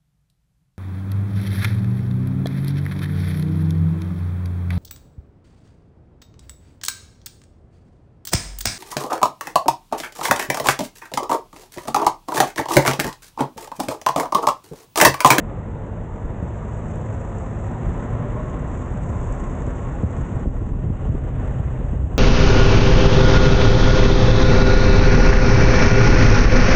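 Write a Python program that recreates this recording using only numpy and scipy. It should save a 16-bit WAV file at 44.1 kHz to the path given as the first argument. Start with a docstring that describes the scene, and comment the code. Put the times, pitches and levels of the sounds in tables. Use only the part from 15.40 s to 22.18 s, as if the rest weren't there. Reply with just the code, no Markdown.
"""Cobbled street along house fronts: a small car rolls past them, microphone held outside the car.
Tyres: stone impacts trigger noise bursts that drum, roar, patter, hiss and crunch grit; the body booms in two modes.
Engine: wavering hum and drone tones climb as the car picks up a little speed.
Wind: growing muffled rumble, throbs and hard falling-pitch thumps; road noise dips in strong gusts."""
import sys
import numpy as np
from scipy import signal
from scipy.fft import rfft, irfft, next_fast_len
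from scipy.io import wavfile
from scipy.ndimage import uniform_filter1d, minimum_filter1d, map_coordinates

SR = 44100
rng = np.random.default_rng(int(sys.argv[2]) if len(sys.argv) > 2 else 0)


def persist_wave(psi):
    """Save psi, clipped to +-1, as 16-bit WAV."""
    counts = np.round(np.clip(psi, -1, 1) * 32767).astype(np.int16)
    wavfile.write(sys.argv[1], SR, np.atleast_2d(counts).T)


N = 298998  # samples

# Tyre effort, groove ring and grit: t/s, rolling level/dB, groove ring level/dB, grit level/dB
ROAD = [(0, -2, -53, -70), (.75, -2.5, -51.5, -67), (1.28, 0, -48, -63.5), (1.35, -0.3, -50.5, -61),
        (2.2, 0.5, -46.5, -61), (2.5, 2.5, -46.5, -61), (2.6, 2.5, -45, -61), (3.0, 2.5, -45, -62),
        (3.45, 1, -48, -60), (4.0, 1.66, -46, -58), (4.9, 1, -48.5, -61), (5.5, -1.1, -51.5, -64.5),
        (6.05, 1.9, -65, -63.5), (6.78, -3.5, -55, -66.5)]
# Tyre spectra: f/Hz, relative density/(dB per Hz)
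DRUM_SPECTRUM = [(40, -23), (90, -4), (140, -1.5), (200, -6), (300, -11.5), (450, -15.5), (800, -21.5),
                 (2000, -80), (5000, -110)]
ROAR_SPECTRUM = [(150, -26), (330, -4), (470, 0.5), (620, -1.5), (760, -6), (1000, -8), (1200, -18),
                 (1600, -21.5), (3000, -63), (8000, -100)]
PATTER_SPECTRUM = [(600, -29.5), (1100, 2.5), (1400, 0.5), (1600, -2.5), (1880, -1.5), (2300, -10),
                   (2750, -13.5), (3200, -19.5), (3550, -18.5), (4100, -31.5), (4700, -39.5), (6000, -37.5),
                   (9000, -92)]
# Air ringing in the tread grooves: f/Hz, relative density/(dB per Hz)
GROOVE_SPECTRUM = [(600, -36.5), (850, -5), (980, 0), (1130, -5), (1300, -11), (1800, -36.5), (5000, -92)]
# Tyre hiss near 3 kHz: f/Hz, relative density/(dB per Hz)
HISS_SPECTRUM = [(1900, -34), (2500, 0), (2900, -1.5), (3500, -13), (4300, -23.5), (6000, -49.5)]
# Hiss level before dips: t/s, level/dB
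HISS_LEVEL = [(0, -72), (2.5, -69.5), (4.8, -65.5), (5.6, -62), (6.78, -63)]
# Singing tread blocks: multiple of drone f, level re groove ring/dB
WHINES = [(1.5, -3.5), (2.3, -2.5), (3.2, -4.5), (4.25, -3.5), (5.4, -12)]
# Car body modes, response squared in use: f/Hz, width before squaring/Hz, relative level/dB
BODY_MODES = [(108.3, 11, -5), (156.1, 16, -1)]
# Grit fizz and cracks: f/Hz, relative density/(dB per Hz)
GRIT_SPECTRUM = [(3000, -45), (4700, -24), (5300, -18), (6000, -6.5), (6600, 0.5), (7400, 1), (8000, -1.5),
                 (8500, -10.5), (9000, -22), (9500, -37.5), (9800, -62), (10500, -79.5)]
# Grit cracking under the tread: t/s, nominal peak level/dB
CRACKS = [(1.312, -49.5), (1.333, -44), (1.509, -43), (1.557, -42), (1.7386, -45.5), (1.803, -50),
          (1.985, -41.5), (2.62, -49.5), (3.098, -45.5), (3.194, -45.5), (3.358, -51), (3.8157, -52),
          (3.924, -38), (3.943, -49.5), (4.106, -46.5), (4.152, -46), (4.2046, -44), (4.782, -44.5),
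          (6.058, -49)]
# Drivetrain drone: t/s, f/Hz
DRONE = [(0, 214), (2, 219.8), (2.65, 244.9), (3.05, 252.9), (3.55, 248.7), (4.3, 252.6), (4.9, 260.7),
         (5.5, 259.9), (6.78, 256.5)]
# Engine hum: t/s, f/Hz, level/dB
HUM = [(0, 101, -41.5), (.6, 102, -34.5), (.8, 103, -39), (1.2, 107, -34), (1.5, 108.5, -32.5),
       (2.2, 108, -33), (2.55, 109, -36), (2.8, 110, -26.5), (3.15, 116, -43.5), (4, 125.6, -35),
       (5.5, 130, -37), (6.2, 131, -30.5), (6.78, 131, -34)]
# Strong gusts: t/s, length including attack/s, depth of road noise dip/dB
GUSTS = [(4.628, 0.032, 3), (5.045, 0.073, 7.5), (5.164, 0.09, 4.5), (5.293, 0.081, 6), (5.432, 0.094, 5),
         (5.557, .03, 1), (5.675, 0.081, 3), (5.778, 0.051, 3.5), (5.892, .035, 4), (6.1, 0.028, 1),
         (6.19, 0.027, 2.5), (6.554, 0.12, 3)]
# Deep wind rumble: f/Hz, relative density/(dB per Hz)
BUFFET_SPECTRUM = [(10, -22.5), (22, -10.5), (35, 5), (65, 3), (100, -0.5), (160, -17.5), (300, -32.5),
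                   (800, -52), (2000, -100)]
# Small eddies: f/Hz, relative density/(dB per Hz)
TUMBLE_SPECTRUM = [(70, -24.5), (140, -0.5), (200, -8), (330, -13.5), (600, -28.5), (1500, -68.5)]
# Small eddies: t/s, level/dB
TUMBLE_LEVEL = [(0, -43), (2, -49), (2.6, -34.5), (4, -36.5), (5.5, -35), (6.1, -36), (6.78, -39)]
# Airstream throbs: t/s, length/s, f/Hz, level/dB
THROBS = [(2.477, 0.034, 113, -14), (3.661, 0.66, 32.85, -32), (4.396, 0.26, 36.5, -31),
          (5.41, 0.13, 165, -26), (5.685, .03, 120, -19), (6.477, 0.21, 66.1, -24.5)]
# Wind thumps: t/s, relative peak level/dB, starting f/Hz, decay length/s, front steepness (0-2)
THUMPS = [(.845, -18, 75, .025, .3), (1.021, -17.5, 160, .028, 1), (2.404, -22, 240, .014, .8),
          (2.466, -15.5, 75, .022, .5), (2.489, -13.5, 135, .024, 1), (2.951, -21, 260, .016, 1),
          (3.692, -17, 180, .028, .8), (3.755, -17.5, 170, .024, .5), (3.911, -16, 80, .02, .3),
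          (4.027, -20.5, 300, .014, .5), (4.275, -14.5, 160, .018, 1.1), (4.63, -10.5, 165, .03, 1.2),
          (4.883, -20, 220, .02, .8), (4.921, -17.5, 200, .02, .6), (4.963, -16.5, 170, .02, .5),
          (5.056, -16, 400, .009, 1), (5.069, -11, 100, .022, .6), (5.074, -15, 380, .007, .8),
          (5.221, -13.5, 140, .016, .8), (5.272, -22, 260, .012, .8), (5.319, -13, 90, .015, .3),
          (5.437, -14.5, 190, .016, 1.1), (5.465, -15, 175, .02, .5), (5.504, -17, 130, .02, .5),
          (5.693, -10.5, 155, .024, .4), (5.744, -16, 70, .022, .3), (5.749, -16, 390, .009, 1),
          (6.53, -17.5, 240, .014, 1)]

# Laws: (level/dB, dB gained per dB of rolling level)
DRUM_LAW, ROAR_LAW, PATTER_LAW = (-32.5, 0.59), (-39.5, 0.51), (-48, 1.3)
DRONE_LAW = (-43.3, 0.2)
DRUM_DB_PER_OCTAVE, CRUISE_HZ = -1, 244  # drumming against drone f
GROOVE_TRIM_DB = -0.5
WHINE_WIDTH_HZ, WHINE_FADE_DB = 23, 3.5  # width per unit of drone multiple; fade per unit of wobble
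GUST_ATTACK_S, GUST_RELEASE_S = .025, .07
# dB per dB of dip: rumble gained; drum, roar and grit lost
GUST_LIFT, GUST_DRUM_DIP, GUST_ROAR_DIP, GUST_GRIT_DIP = 0.12, 0.52, 0.91, 0.94
WIND_START_DB, WIND_RISE_DB_PER_S = -33, 1.52
SMACK_DB, SMACK_T60_S = -15, .04  # at steepness 1, before the thump envelope
BASS_LIMIT, TOP_HZ = 0.3, 9600


def amp(db):
    """Decibels to gain."""
    return 10 ** (np.asarray(db) / 20)


def unit(x):
    """Scale to rms 1."""
    return x / np.sqrt(np.mean(x ** 2) + 1e-20)


def curves(rows):
    """Per-sample interpolation of each column after the time."""
    t_s, *columns = np.transpose(rows)
    return [np.interp(np.arange(N) / SR, t_s, column) for column in columns]


def wobble(rate_hz):
    """Smooth random curve, rate_hz knots per second."""
    knots = rng.standard_normal(int(N * rate_hz / SR) + 4)
    return map_coordinates(knots, [np.arange(N) * rate_hz / SR])


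def filtered(x, response):
    """Apply a response of frequency by zero-padded FFT."""
    size = next_fast_len(N + SR // 2)
    return irfft(rfft(x, size) * response(np.fft.rfftfreq(size, 1 / SR)), size)[:N]


def coloured(x, spectrum):
    """Shape x by spectrum points on a log frequency axis, at rms 1."""
    f_hz, db = np.transpose(spectrum)
    return unit(filtered(x, lambda hz: amp(np.interp(np.log(hz + 1), np.log(f_hz), db))))


def add(track, t_s, sound):
    """Mix a short sound into track at t_s."""
    start = max(round(t_s * SR), 0)
    part = track[start:start + len(sound)]
    part += sound[:len(part)]


def blows(rate_hz, scatter, size_db):
    """Impulses near rate_hz, random in time (scatter in mean periods) and size."""
    draw = rng.standard_normal((int(rate_hz * N / SR) + 1, 2))
    periods = np.arange(len(draw)) + scatter * draw[:, 0]
    at = (periods * SR / rate_hz).astype(int) % N
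    return np.bincount(at, amp(size_db * draw[:, 1]), N)


def bursts(hits, t60_s, steady):
    """Noise whose power is a steady share plus a decaying puff per hit."""
    t = np.arange(SR // 4) / SR
    decay = amp(-60 * t / t60_s) ** 2
    power = np.abs(signal.fftconvolve(hits ** 2, decay)[:N])
    share = np.clip(steady, 0, 1)
    return rng.standard_normal(N) * np.sqrt(share + (1 - share) * power / power.mean())


def tone(hz, db, waver, flutter_db):
    """Unsteady sine with a weak octave."""
    phase = 2 * np.pi * np.cumsum(hz * (1 + waver * wobble(18))) / SR
    wave = unit(np.sin(phase) + amp(-20.5) * np.sin(2 * phase))
    return amp(db + flutter_db * wobble(14)) * wave


def tyres(stones):
    """Each stone thuds in the carcass and works the tread; the sum dips in gusts."""
    dip_db = gusts()
    thuds = 0.2 * unit(stones) + bursts(stones, t60_s=0.12, steady=0.72)
    drum = coloured(thuds, DRUM_SPECTRUM)
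    roar = coloured(street(bursts(stones, t60_s=0.06, steady=0.88), echo_db=-13), ROAR_SPECTRUM)
    drum_gain = amp(drumming() - GUST_DRUM_DIP * dip_db)
    roar_gain = amp(rolling(ROAR_LAW) - GUST_ROAR_DIP * dip_db)
    return drum_gain * drum + roar_gain * roar + amp(-dip_db) * (tread(stones) + hiss(stones))


def tread(stones):
    """Stones slap the tread and squeeze air from its grooves, which ring near 1 kHz."""
    _, groove_db, _ = curves(ROAD)
    slaps = street(bursts(stones, t60_s=0.06, steady=0.85), echo_db=-17.5)
    puffs = street(bursts(stones, t60_s=0.047, steady=0.73), echo_db=-8.5)
    patter = amp(rolling(PATTER_LAW)) * coloured(slaps, PATTER_SPECTRUM)
    ring = amp(groove_db + GROOVE_TRIM_DB) * coloured(puffs, GROOVE_SPECTRUM)
    return patter + ring + amp(groove_db) * whine()


def hiss(stones):
    """Tyre hiss near 3 kHz: steady noise with a puff per stone."""
    hiss_db, = curves(HISS_LEVEL)
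    return amp(hiss_db) * coloured(bursts(stones, t60_s=0.05, steady=0.75), HISS_SPECTRUM)


def whine():
    """Tread blocks sing in narrow bands tied to drone f; each wanders and fades on its own."""
    drone_hz, = curves(DRONE)
    out = np.zeros(N)
    for multiple, db in WHINES:
        hz = multiple * drone_hz * (1 + .04 * wobble(6))
        phase = 2 * np.pi * np.cumsum(hz) / SR
        width_hz = multiple * WHINE_WIDTH_HZ
        band = wobble(width_hz) * np.cos(phase) + wobble(width_hz) * np.sin(phase)
        out += amp(db) * unit(band * amp(WHINE_FADE_DB * wobble(7)))
    return out


def rolling(law):
    """Level/dB following the rolling level."""
    level_db, growth = law
    return level_db + growth * curves(ROAD)[0]


def drumming():
    """Jolt level/dB: rises with rolling level, falls slightly as drone f rises."""
    octaves = np.log2(curves(DRONE)[0] / CRUISE_HZ)
    return rolling(DRUM_LAW) + DRUM_DB_PER_OCTAVE * octaves


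def street(x, echo_db, count=5):
    """Kerb and house fronts return echoes whose paths drift as the car moves."""
    n = np.arange(N)
    out = x.copy()
    for delay_s in np.geomspace(.007, .034, count):
        lag_s = delay_s * (1 + 0.0594 * wobble(1.3))
        out += amp(echo_db) * map_coordinates(x, [n - lag_s * SR], order=1, mode="reflect")
    return unit(out)


def body(stones):
    """Stone jolts excite the low body resonances."""
    def modes(f):
        total = 0
        for hz, width_hz, db in BODY_MODES:
            damping = 1j * f * width_hz
            total = total + amp(db) * (damping / (hz ** 2 - f * f + damping)) ** 2
        return total
    return amp(drumming() - 10.5) * unit(filtered(stones, modes))


def grit(stones):
    """Sand fizzes steadily and crunches per stone; larger grains crack."""
    grit_db = curves(ROAD)[2] - GUST_GRIT_DIP * gusts()
    sand = rng.standard_normal(N)
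    grains = unit(blows(300, scatter=2, size_db=3))
    crunch = bursts(np.sqrt(stones), t60_s=.05, steady=0) + .6 * grains
    # more grit, larger crunch share of the power
    share = np.clip(.52 * amp(grit_db + 59), 0, .52)
    fizz = coloured(np.sqrt(1 - share) * sand + np.sqrt(share) * unit(crunch), GRIT_SPECTRUM)
    flutter_db = .8 * wobble(45) + .6 * wobble(12)
    return amp(grit_db + flutter_db) * fizz + grain_cracks()


def grain_cracks():
    """Larger grains crack as short decaying noise."""
    cracks = np.zeros(N)
    t = np.arange(SR // 20) / SR
    decay = amp(-60 * t / .025)
    for t_s, db in CRACKS:
        # 7 dB of room for noise peaks above rms
        add(cracks, t_s, amp(db - 7) * decay * rng.standard_normal(len(t)))
    return np.std(cracks) * coloured(cracks, GRIT_SPECTRUM)


def engine():
    """Low engine hum; drivetrain drone about an octave up, louder with tyre effort."""
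    hum_hz, hum_db = curves(HUM)
    drone_hz, = curves(DRONE)
    hum = tone(hum_hz, hum_db, waver=.009, flutter_db=1.3)
    drone = tone(drone_hz, rolling(DRONE_LAW), waver=.007, flutter_db=1.8)
    return hum + drone


def wind():
    """Eddies rumble and thump on the microphone; the rumble gives way under each thump."""
    thumps, swept = np.zeros(N), np.zeros(N)
    t = np.arange(SR // 5) / SR
    background = rumble() + small_eddies() + throbs()
    for t_s, db, hz, length_s, steep in THUMPS:
        push = (1 - np.exp(-t / .001)) * np.exp(-(t / length_s) ** 2)
        wave = thump_wave(t, hz, length_s, steep)
        add(thumps, t_s, amp(db + 1.5) * push * wave)
        add(swept, t_s, push)
    pressure = thumps + background * (1 - np.tanh(swept))
    # wind is heard as muffled low rumble and thumps
    return filtered(pressure, lambda hz: 1 / (1 + (hz / 900) ** 4))


def thump_wave(t, hz, length_s, steep):
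    """Passing eddy sinks in pitch; a steep front adds early overtones and a smack."""
    falling_hz = hz * (.25 + .75 * np.exp(-2 * t / length_s))
    phase = 2 * np.pi * np.cumsum(falling_hz) / SR
    wave = np.sin(phase + steep * np.exp(-t / length_s) * np.sin(phase))
    band = signal.butter(2, (220, 520), 'bandpass', fs=SR, output='sos')
    puff = unit(signal.sosfilt(band, rng.standard_normal(len(t))))
    return wave + steep * amp(SMACK_DB - 60 * t / SMACK_T60_S) * puff


def rumble():
    """Deep eddies, evened out by the airstream of the moving car, grow with time and gusts."""
    rise_db = WIND_RISE_DB_PER_S * np.arange(N) / SR
    eddies = coloured(rng.standard_normal(N), BUFFET_SPECTRUM)
    swell = np.sqrt(np.abs(uniform_filter1d(eddies ** 2, size=SR // 5)))
    return amp(WIND_START_DB + rise_db + GUST_LIFT * gusts()) * unit(eddies / swell)


def small_eddies():
    """Small eddies tumble past in loose clumps above the deep rumble."""
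    clumps = amp(3 * wobble(28))
    tumble = coloured(rng.standard_normal(N), TUMBLE_SPECTRUM)
    return amp(curves(TUMBLE_LEVEL)[0]) * unit(clumps * tumble)


def throbs():
    """The airstream at times sheds eddies at an even beat."""
    out = np.zeros(N)
    for t_s, length_s, hz, db in THROBS:
        swell = signal.windows.tukey(int(length_s * SR), .5)
        beat = tone(hz, db, waver=.03, flutter_db=1.5)
        add(out, t_s, swell * beat[:len(swell)])
    return out


def gusts():
    """Road noise dip/dB: fast attack, hold, release per gust."""
    dip_db = np.zeros(N)
    for t_s, length_s, depth_db in GUSTS:
        hold_end_s = t_s + max(length_s, GUST_ATTACK_S)
        shape = [(t_s, 0), (t_s + GUST_ATTACK_S, depth_db),
                 (hold_end_s, depth_db), (hold_end_s + GUST_RELEASE_S, 0)]
        dip_db += curves(shape)[0]
    return dip_db


def scene():
    """Front and rear wheels meet the stone rows at their own uneven beat; sum all sources."""
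    stones = blows(26, scatter=.2, size_db=2.0) + blows(26, scatter=.35, size_db=3.0)
    return (tyres(stones) + body(stones) + grit(stones) + engine() + wind())[None]


def record(dry):
    """Bass peaks drive a look-ahead gain reduction; edges fade; sharp cut at TOP_HZ."""
    bass = filtered(dry[0], lambda hz: 1 / (1 + (hz / 600) ** 4))
    needed = np.minimum(1, BASS_LIMIT / (np.abs(bass) + 1e-9))
    gain = uniform_filter1d(minimum_filter1d(needed, size=900), size=900)
    fade = signal.windows.tukey(N, .001)
    return filtered(dry[0] * gain * fade, lambda hz: hz < TOP_HZ)[None]


dry = scene()
out = record(dry)
persist_wave(out)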